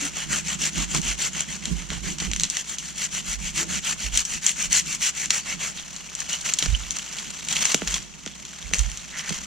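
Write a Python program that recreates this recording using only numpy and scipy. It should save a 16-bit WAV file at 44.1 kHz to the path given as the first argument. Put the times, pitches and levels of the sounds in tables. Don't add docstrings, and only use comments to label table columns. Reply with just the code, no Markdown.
import sys
import numpy as np
from scipy import signal
from scipy.fft import rfft, irfft, next_fast_len
from scipy.io import wavfile
from scipy.ndimage import uniform_filter1d

SR = 44100
rng = np.random.default_rng(int(sys.argv[2]) if len(sys.argv) > 2 else 0)


def persist_wave(psi):
    counts = np.round(np.clip(psi, -1, 1) * 32767).astype(np.int16)
    wavfile.write(sys.argv[1], SR, np.atleast_2d(counts).T)


N = 417186
SIZE = next_fast_len(N + SR, real=True)
TIME, FREQ = np.arange(N) / SR, np.fft.rfftfreq(SIZE, 1 / SR)
SAW_STOP_S = 5.73

# start in seconds, relative level in dB.
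SAW_STROKES = [(-0.025, -26.5), (0.114, -30), (0.274, -24), (0.427, -27.5), (0.576, -23.5), (0.719, -27),
               (0.873, -29.5), (1.001, -26), (1.166, -23.5), (1.311, -29), (1.459, -32), (1.597, -35.5),
               (1.727, -37.5), (1.869, -35), (2.01, -31), (2.167, -30.5), (2.294, -48), (2.49, -32.5),
               (2.64, -34.5), (2.779, -37.5), (2.941, -28.5), (3.09, -28.5), (3.226, -28), (3.378, -30.5),
               (3.529, -24), (3.657, -26.5), (3.812, -24), (3.96, -28.5), (4.106, -26), (4.244, -30),
               (4.405, -26.5), (4.536, -28), (4.688, -22), (4.831, -30), (4.984, -25), (5.123, -29),
               (5.287, -24.5), (5.426, -29.5), (5.572, -26.5)]
# time in seconds, blow in dB, rocking in dB.
BRANCH_BUMPS = [(0.614, -49, -43), (0.945, -28, -38), (0.969, -38, -29), (1.49, -51, -39),
                (1.711, -50, -35), (1.917, -32, -37), (2.219, -32, -28.5), (2.275, -42, -32.5),
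                (6.625, -31, -39), (6.661, -30.5, -33), (7.7447, -17, -43), (7.8191, -22, -38),
                (8.264, -30.5, -53), (8.712, -36, -38), (8.729, -42, -45), (9.305, -30.5, -29)]
# time in seconds, relative level in dB.
LITTER_STIR = [(0, -43.5), (2.3, -45.5), (2.9, -45.5), (5.5, -47), (5.9, -42.5), (6.1, -42.5), (6.7, -39),
               (7.98, -39.5), (8.08, -50.5), (8.25, -46.5), (8.85, -40), (9.07, -43.5), (9.46, -40.5)]


def from_db(db):
    return 10 ** (np.asarray(db) / 20)


def rms_one(x):
    return x / np.sqrt(np.mean(x ** 2) + 1e-20)


def in_time(rows):
    times, *columns = np.transpose(rows)
    return [np.interp(TIME, times, column) for column in columns]


def in_frequency(rows):
    hz, *columns = np.transpose(rows)
    return [np.interp(np.log(FREQ + 1), np.log(hz), column) for column in columns]


def coloured(x, spectrum):
    gain = rms_one(from_db(in_frequency(spectrum)[0]))
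    cepstrum = irfft(np.log(gain), SIZE)
    cepstrum[1:SIZE // 2] *= 2
    cepstrum[SIZE // 2 + 1:] = 0
    return irfft(rfft(x, SIZE) * np.exp(rfft(cepstrum)), SIZE)[..., :N]


def brightened(x, tilt_db, split_hz=4800):
    low = signal.sosfilt(signal.butter(1, split_hz, fs=SR, output="sos"), x)
    return low * from_db(-tilt_db / 2) + (x - low) * from_db(tilt_db / 2)


def resonance(x, hz, width_hz):
    r = np.exp(-np.pi * width_hz / SR)
    poles = [1, -2 * r * np.cos(2 * np.pi * hz / SR), r * r]
    return signal.lfilter((1 - r * r) / 2 * np.array([1, 0, -1]), poles, x + 1e-18)


def drift(per_s):
    return np.interp(TIME * per_s, np.arange(10000), rng.standard_normal(10000))


def evened(x, seconds):
    power = np.abs(uniform_filter1d(x ** 2, int(seconds * SR)))
    return x / np.sqrt(power + 1e-9)


def grains(per_s, spread_db):
    sizes = from_db(spread_db * np.minimum(rng.exponential(1, N), 5))
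    return sizes * rng.choice([-1, 1], N) * (rng.random(N) < per_s / SR)


def envelope(start, attack_s, hold_s, release_s):
    age = TIME - start
    return np.clip(age / attack_s, 0, 1) * np.exp(-np.clip((age - attack_s - hold_s) / release_s, 0, 20))


def swells(rows, attack_s, release_s):
    return sum(from_db(db) * envelope(start, attack_s, hold_s, release_s) for start, hold_s, db in rows)


def forest_air(level_db=-54):
    # frequency in Hz, relative level in dB.
    air_colour = [(30, -44), (200, 14), (500, 2.5), (1000, 4), (2800, -1.5), (6000, 1.5), (15000, -34)]
    return from_db(level_db) * coloured(rng.standard_normal((2, N)), air_colour)


def woods(x, near_db=-12, near_s=0.0053, far_db=-21, far_t60_s=1.0):
    age = np.arange(SR // 2) / SR
    near, far = rng.standard_normal((2, 2, len(age)))
    near *= np.exp(-age / near_s)
    far *= from_db(-60 * age / far_t60_s)
    far = signal.sosfilt(signal.butter(1, 5000, fs=SR, output="sos"), far)
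    echoes = (from_db(near_db) * rms_one(near) + from_db(far_db) * rms_one(far)) / np.sqrt(len(age))
    return x + signal.fftconvolve(x, echoes, axes=1)[:, :N]


def scattered(x, width_db=-6):
    # frequency in Hz, relative side level in dB.
    side_colour = [(300, 10), (900, 11), (2000, -7), (4200, -36), (6000, 4.5), (7500, 9.5), (9000, 2),
                   (15000, 3)]
    side = from_db(width_db) * coloured(x * drift(1000), side_colour)
    return np.array([x + side, x - side])


def rocking(pressure, attack_s=0.032, release_s=0.011, uneven_db=4.5):
    # time in seconds, relative level in dB.
    saw_rocking = [(0.0, -48.5), (0.92, -44.5), (1.2, -47.5), (2.39, -45), (2.66, -69), (2.95, -57),
                   (3.29, -49.5), (5.73, -54.5)]
    _, speed = blade_motion()
    sawn = from_db(in_time(saw_rocking)[0] + 3) * (.5 * (TIME < SAW_STOP_S) + .5 * speed)
    bumped = swells([(s - attack_s / 2, 0, db) for s, _, db in BRANCH_BUMPS], attack_s, release_s)
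    trodden = from_db(-12) * np.minimum(pressure, from_db(-38))
    return (sawn + bumped + trodden) * from_db(uneven_db * drift(14))


def branch_rumble(rock, floor_db=-55, left_db=-7):
    # frequency in Hz, relative level in dB.
    rumble_colour = [(60, -22), (110, -19.5), (155, 5.5), (200, 3.5), (250, -8), (350, -11), (600, -36),
                     (2000, -29)]
    rumble = evened(coloured(rng.standard_normal((2, N)), rumble_colour), 0.091)
    return rumble * (from_db(floor_db) + rock) * from_db([[left_db], [0]])


def ground_thuds(rock, bounce_hz=51, wander=.06, left_db=-12):
    # start in seconds, hold in seconds, relative level in dB.
    weight_shifts = [(0.745, .01, -31), (1.02, .05, -34), (1.705, .02, -31), (1.89, .1, -36),
                     (2.24, .03, -30), (3.27, .17, -37), (4.03, .09, -32), (4.62, .05, -44),
                     (6.665, .035, -19), (7.845, .005, -31), (8.635, .01, -33), (8.765, .025, -20),
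                     (9.28, .005, -38)]
    # frequency in Hz, relative level in dB.
    ground_colour = [(15, -22), (32, -15), (43, -12), (50, -5.5), (63, 4), (76, -20.5), (120, -19),
                     (300, -52.5)]
    weight = swells(weight_shifts, attack_s=.035, release_s=.05)
    hz = bounce_hz * (1 + wander * drift(13))
    bounce = from_db(-2) * weight * np.sqrt(2) * np.sin(2 * np.pi * np.cumsum(hz) / SR)
    shudder = evened(coloured(rng.standard_normal((2, N)), ground_colour), 0.035)
    shudder *= from_db(-57) + from_db(-9) * rock + from_db(-6) * weight
    return (bounce + shudder) * from_db([[left_db], [0]])


def treading():
    # start in seconds, hold in seconds, relative level in dB.
    crunches = [(0.942, 0.0035, -28.5), (2.39, 0.027, -43), (5.74, 0.03, -46), (6.17, 0.032, -39.5),
                (6.28, 0.049, -34.5), (6.44, 0.039, -31.5), (6.59, 0.042, -33.5), (6.945, 0.012, -41),
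                (7.1, 0.089, -52), (7.487, 0.11, -32.5), (7.605, 0.1, -30.5), (7.855, 0.094, -36.5),
                (8.735, 0.055, -42), (9.165, 0.0093, -36.5), (9.255, 0.093, -40)]
    return from_db(in_time(LITTER_STIR)[0]) + swells(crunches, attack_s=.02, release_s=.018)


def twigs(per_s, count=18):
    ticks, twig = grains(per_s, spread_db=5.4), rng.integers(0, count, N)
    pitches = np.geomspace(1100, 7500, count)
    return sum(resonance(ticks * (twig == k), hz, width_hz=260) for k, hz in enumerate(pitches))


def litter(pressure, gain_db=-1, clump_db=3.5):
    # frequency in Hz, relative level in dB.
    litter_colour = [(150, -21), (350, -9), (700, -1.5), (1400, 3), (2800, 7), (5000, 4.5), (8000, -1),
                     (15000, -2)]
    crunch_share = 1 - from_db(in_time(LITTER_STIR)[0]) / pressure
    per_s = 2500 * (pressure / from_db(-40)) ** .7
    needles = evened(grains(per_s, spread_db=1.0) * from_db(clump_db * drift(110)), 0.036)
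    crackle = (needles + .25 * evened(twigs(per_s / 4), .08)) * pressure * from_db(gain_db)
    return coloured(brightened(crackle, tilt_db=2.5 + 4 * crunch_share), litter_colour)


def rubs():
    # middle in seconds, length at half height in seconds, level in dB, pitch in Hz, Q.
    rub_notes = [(0.052, 0.057, -40, 279, 14), (0.954, 0.019, -31.5, 1090, 2.9),
                 (2.8, 0.0074, -40.5, 2900, 15), (3.626, 0.081, -43, 325, 4.9), (5.42, 0.05, -43, 4570, 50),
                 (5.793, 0.026, -35.5, 3580, 7.5), (6.335, 0.044, -34.5, 2920, 28),
                 (6.75, 0.013, -28.5, 3000, 23), (8.749, 0.022, -45, 440, 6.8),
                 (9.186, 0.1, -38.5, 1880, 4.4), (9.27, 0.046, -39, 1690, 3.8)]
    out, slips = np.zeros(N), grains(per_s=1500, spread_db=3)
    for middle, length, level_db, hz, q in rub_notes:
        during = np.abs(TIME - middle) < length
        swell = np.cos(np.pi / 2 * (TIME[during] - middle) / length) ** 2
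        out[during] += from_db(level_db) * swell * rms_one(resonance(slips[during], hz, hz / q))
    return out


def knocks():
    # pitch in Hz, relative level in dB, seconds to die away by 60 dB.
    branch_modes = [(164, -7.5, 0.051), (224, -2.5, 0.038), (295, 1, 0.022), (463, -2.5, 0.023),
                    (680, 1.5, 0.0098), (882.5, 4.5, 0.0022), (1400, 3, 0.0081), (3100, 5.5, 0.0021)]
    times, blow_db, _ = np.transpose(BRANCH_BUMPS)
    blows, out = np.zeros((2, N))
    blows[(times * SR).astype(int)] = from_db(blow_db)
    for k, (hz, level_db, t60) in enumerate(branch_modes):
        width_hz = np.log(1000) / (np.pi * t60)
        ring = resonance(blows, hz, width_hz) * SR / (2 * np.pi * width_hz)
        out += (-1) ** k * from_db(level_db) * ring
    return out


def snaps(gain_db=-18.5, splinter_db=-21, splinter_s=0.024, ring_db=-2, delay_s=.0008):
    # time in seconds, relative level in dB, pitch in Hz,
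    # brightness (-11 is neutral), decay of the crack in seconds.
    breaks = [(0.732, -31, 3470, -2, .0004), (0.9468, -17, 2200, -11.5, .004),
              (1.016, -24.5, 4000, 0, .0005), (1.405, -16, 3020, 1, 0.00082),
              (1.6544, -19, 3400, -11.5, 0.0014), (1.9026, -20, 1494, -32, 0.00078),
              (2.1844, -26, 2960, -11, 0.00049), (2.1999, -20, 4000, -12, 0.0053),
              (2.314, -21, 2480, -18, 0.0016), (2.3337, -16.5, 3900, -11.5, 0.00079),
              (2.3617, -18, 3900, -11, 0.00051), (2.397, -16, 3800, -10.5, .0004),
              (2.407, -23, 4180, -12, .002), (2.4164, -28, 4300, -10, .0005),
              (2.4341, -12.5, 3670, -13, 0.00065), (2.44, -19, 3700, -7, .002),
              (2.4515, -24, 4000, -6, 0.00058), (2.4997, -15.5, 3960, -10, 0.00024),
              (2.5685, -17.5, 3420, -12, 0.0015), (2.7842, -19, 2920, 3, 0.00013),
              (4.1735, -8, 5025, 8, 0.0014), (4.2036, -15.5, 4400, -2, 0.00071),
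              (4.2508, -18.5, 5730, 4, 0.0079), (4.4642, -7.5, 3030, 4, 0.00023),
              (4.4927, -13, 2940, 2, .0005), (4.5145, -18, 3020, -2, .0005),
              (4.7278, -10.5, 2000, -4, 0.0015), (4.7914, -18, 2530, 0, 0.00035),
              (5.257, -20.5, 4020, -7, 0.00089), (5.3045, -8.5, 5210, -12.5, 0.0019),
              (5.963, -25.5, 3400, -11, 0.00037), (6.1508, -23.5, 3920, -2, 0.0007),
              (6.2032, -25, 5000, -8, 0.0011), (6.3299, -20, 3500, -3, 0.00065),
              (6.4082, -23, 4200, -2, 0.0059), (6.536, -14.5, 4330, -6, 0.0041),
              (6.5863, -10.5, 2970, -5, 0.0056), (6.6244, -16, 3070, -20, .0015),
              (6.659, -18.5, 1500, -22, .001), (6.907, -16.5, 3930, -6, .0004), (6.967, -24, 4500, 0, .002),
              (6.986, -26, 4000, -6, .0005), (7.1261, -26.5, 5800, -4, .001),
              (7.1835, -21, 3600, -11.5, 0.0072), (7.4484, -27, 4500, -3, 0.0012),
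              (7.4856, -18.5, 3820, -12, 0.00054), (7.5652, -15, 2960, -13, .002),
              (7.526, -19, 3000, -12, .0008), (7.6385, -23, 3000, -17, .0007),
              (7.718, -19.5, 2600, -19, 0.0024), (7.653, -13.5, 2300, -22, 0.0016),
              (7.7438, -6.5, 2940, 0, 0.0015), (7.8745, -18, 3500, -13.5, .0008),
              (7.9405, -13, 3580, -11, 0.0029), (7.957, -25, 3500, -11, .003),
              (8.2613, -27, 4210, -18, 0.00062), (8.2753, -28.5, 3380, -17, .0005),
              (8.4513, -30, 4000, -10, .0005), (8.6254, -31, 3170, -18, 0.0017),
              (8.735, -9.5, 2170, -11, 0.0012), (8.7433, -12, 2430, -9.5, .0007),
              (8.784, -20, 5600, -6, .002), (8.7918, -15.5, 3020, -3, 0.00089),
              (8.9153, -27.5, 2300, -10.5, 0.0013), (8.9729, -25, 4000, -3, .0006),
              (9.1861, -26, 3500, -8, .001), (9.2914, -21, 3000, -14, 0.0048),
              (9.345, -37, 2600, -13, .002)]
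    # frequency in Hz, relative level in dB.
    snap_colour = [(200, -18.5), (800, -14.5), (2000, 0), (3500, 3.5), (6500, 2.5), (9000, 1.5),
                   (15000, -7.5)]
    out, age = np.zeros(N + SR), np.arange(SR // 20) / SR
    for start, level_db, hz, brightness, crack_s in breaks:
        noise = rng.standard_normal(len(age))
        splinters = rms_one(noise * np.abs(noise)) * from_db(splinter_db) * np.exp(-age / splinter_s)
        burst = np.sign(noise) * np.exp(-age / crack_s) + splinters
        ring = from_db(ring_db) * resonance(burst, hz, width_hz=1100)
        crack = brightened(burst + ring, tilt_db=5.7 * (brightness + 11))
        at = int((start + delay_s) * SR)
        out[at:at + len(age)] += from_db(level_db + gain_db) * rms_one(crack)
    return coloured(out[:N], snap_colour)


def blade_motion(pull_later=.09):
    # time in seconds, share of the stroke from 0 to 1.
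    fastest_at = [(0, 0.49), (2, 0.46), (2.6, .58), (5.6, 0.51)]
    starts = np.transpose(SAW_STROKES)[0]
    edges = np.append(starts, SAW_STOP_S)
    crest = np.interp(starts, *np.transpose(fastest_at)) + pull_later * (np.arange(len(starts)) % 2)
    half_strokes = np.sort(np.concatenate([edges, starts + crest * np.diff(edges)]))
    progress = np.interp(TIME, half_strokes, np.arange(len(half_strokes)) / 2)
    return progress, np.abs(np.sin(np.pi * progress))


def sliding_modes(force):
    modes = sum(.35 * drift(30) * resonance(force, hz, 260) for hz in np.geomspace(1100, 9000, 22))
    return rms_one(force + modes)


def cut_note(force, travel, pulling, slide=0.015, note_db=-10, pull_boost_db=7.5, width_hz=800):
    # time in seconds, pitch in Hz.
    cut_pitch = [(0, 2600), (1.2, 3200), (2.7, 3180), (3.7, 2720), (4.4, 2530), (5.1, 2416), (5.7, 2400)]
    hz = in_time(cut_pitch)[0] * (1 + slide * travel)
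    carrier = np.exp(2j * np.pi * np.cumsum(hz) / SR)
    r = np.exp(-np.pi * width_hz / SR)
    note = 2 * (signal.lfilter([1 - r], [1, -r], force / carrier) * carrier).real
    return rms_one(force + from_db(note_db + pull_boost_db * pulling) * note)


def saw(gain_db=-3.0, flutter_db=2.0, full_speed_tooth_hz=245, jitter=.1, chatter_db=-15.0):
    # time in seconds, relative brightness.
    bite_curve = [(0, 0.5), (1.25, 1.5), (1.8, -3.5), (2.3, 0.5), (2.55, 4), (3.95, 1.5), (4.2, 3),
                  (5.1, 6), (5.4, 0)]
    # frequency in Hz, relative level in dB.
    kerf_colour = [(150, -9), (350, -11), (600, -7), (1000, -5.5), (1600, 1), (2100, 1.5), (2900, 0.5),
                   (3650, -1), (4400, -0.5), (8000, -4.5), (15000, -8.5)]
    progress, speed = blade_motion()
    stroke = np.minimum(progress.astype(int), len(SAW_STROKES) - 1)
    pulling = stroke % 2
    level_db = np.transpose(SAW_STROKES)[1][stroke]
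    bite = in_time(bite_curve)[0] + 1.23 * (.5 - pulling)
    tearing = evened(grains(1500 + 8000 * speed, spread_db=0.5), 0.023)
    tearing *= from_db(flutter_db * drift(260))
    teeth_passed = np.cumsum(full_speed_tooth_hz * np.sqrt(speed) * (1 + jitter * drift(200))) / SR
    catching = evened(np.exp(-10 * (teeth_passed % 1)) * rng.standard_normal(N), 0.01)
    catch_share = .13 + .75 / (1 + np.exp(chatter_db - level_db - bite))
    rasp = sliding_modes(np.sqrt(1 - catch_share) * tearing + np.sqrt(catch_share) * catching)
    rasp = cut_note(rasp, travel=np.cos(np.pi * progress), pulling=pulling)
    grip = np.tanh(1.29 * speed ** 1.96)
    rasp *= from_db(level_db + gain_db) * grip
    return coloured(brightened(rasp, tilt_db=2.02 * (bite + 1.8)), kerf_colour)


def scene():
    air = forest_air()
    pressure = treading()
    rasp_and_crackle = scattered(snaps() + saw() + litter(pressure))
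    among_trees = woods(rasp_and_crackle + knocks() + rubs())
    rock = rocking(pressure)
    return air + ground_thuds(rock) + branch_rumble(rock) + among_trees


def record(dry, ceiling=.85, cutoff_hz=15800):
    # frequency in Hz, left gain in dB, right gain in dB, left phase lead in radians.
    port_response = [(910, 2, 4, -0.5), (1430, -2, 3.5, 0.2), (2210, 1, 2, 0), (3000, 1, 5, 0),
                     (3880, -1.5, 1, 0), (4350, 1, 2, 0), (5000, 0, -1, -0.5), (5980, 9.5, 6.5, -0.6),
                     (7000, 12, 6.5, -1.3), (7720, 11.5, 6.5, -2.8), (8300, -4.5, 1, -3.4),
                     (9150, -3.5, 2.5, -2.3), (11000, -17, -12, -0.3), (12050, -12.5, -11.3, 0),
                     (15000, -19, -18.5, -2.2)]
    left_db, right_db, lead = in_frequency(port_response)
    response = from_db([left_db, right_db]) * np.exp(.5j * np.array([lead, -lead]))
    heard = irfft(rfft(dry, SIZE) * response, SIZE)[:, :N]
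    top_cut = signal.ellip(10, .1, 80, cutoff_hz, fs=SR, output="sos")
    return signal.sosfilt(top_cut, np.clip(heard, -ceiling, ceiling))


dry = scene()
out = record(dry)
persist_wave(out)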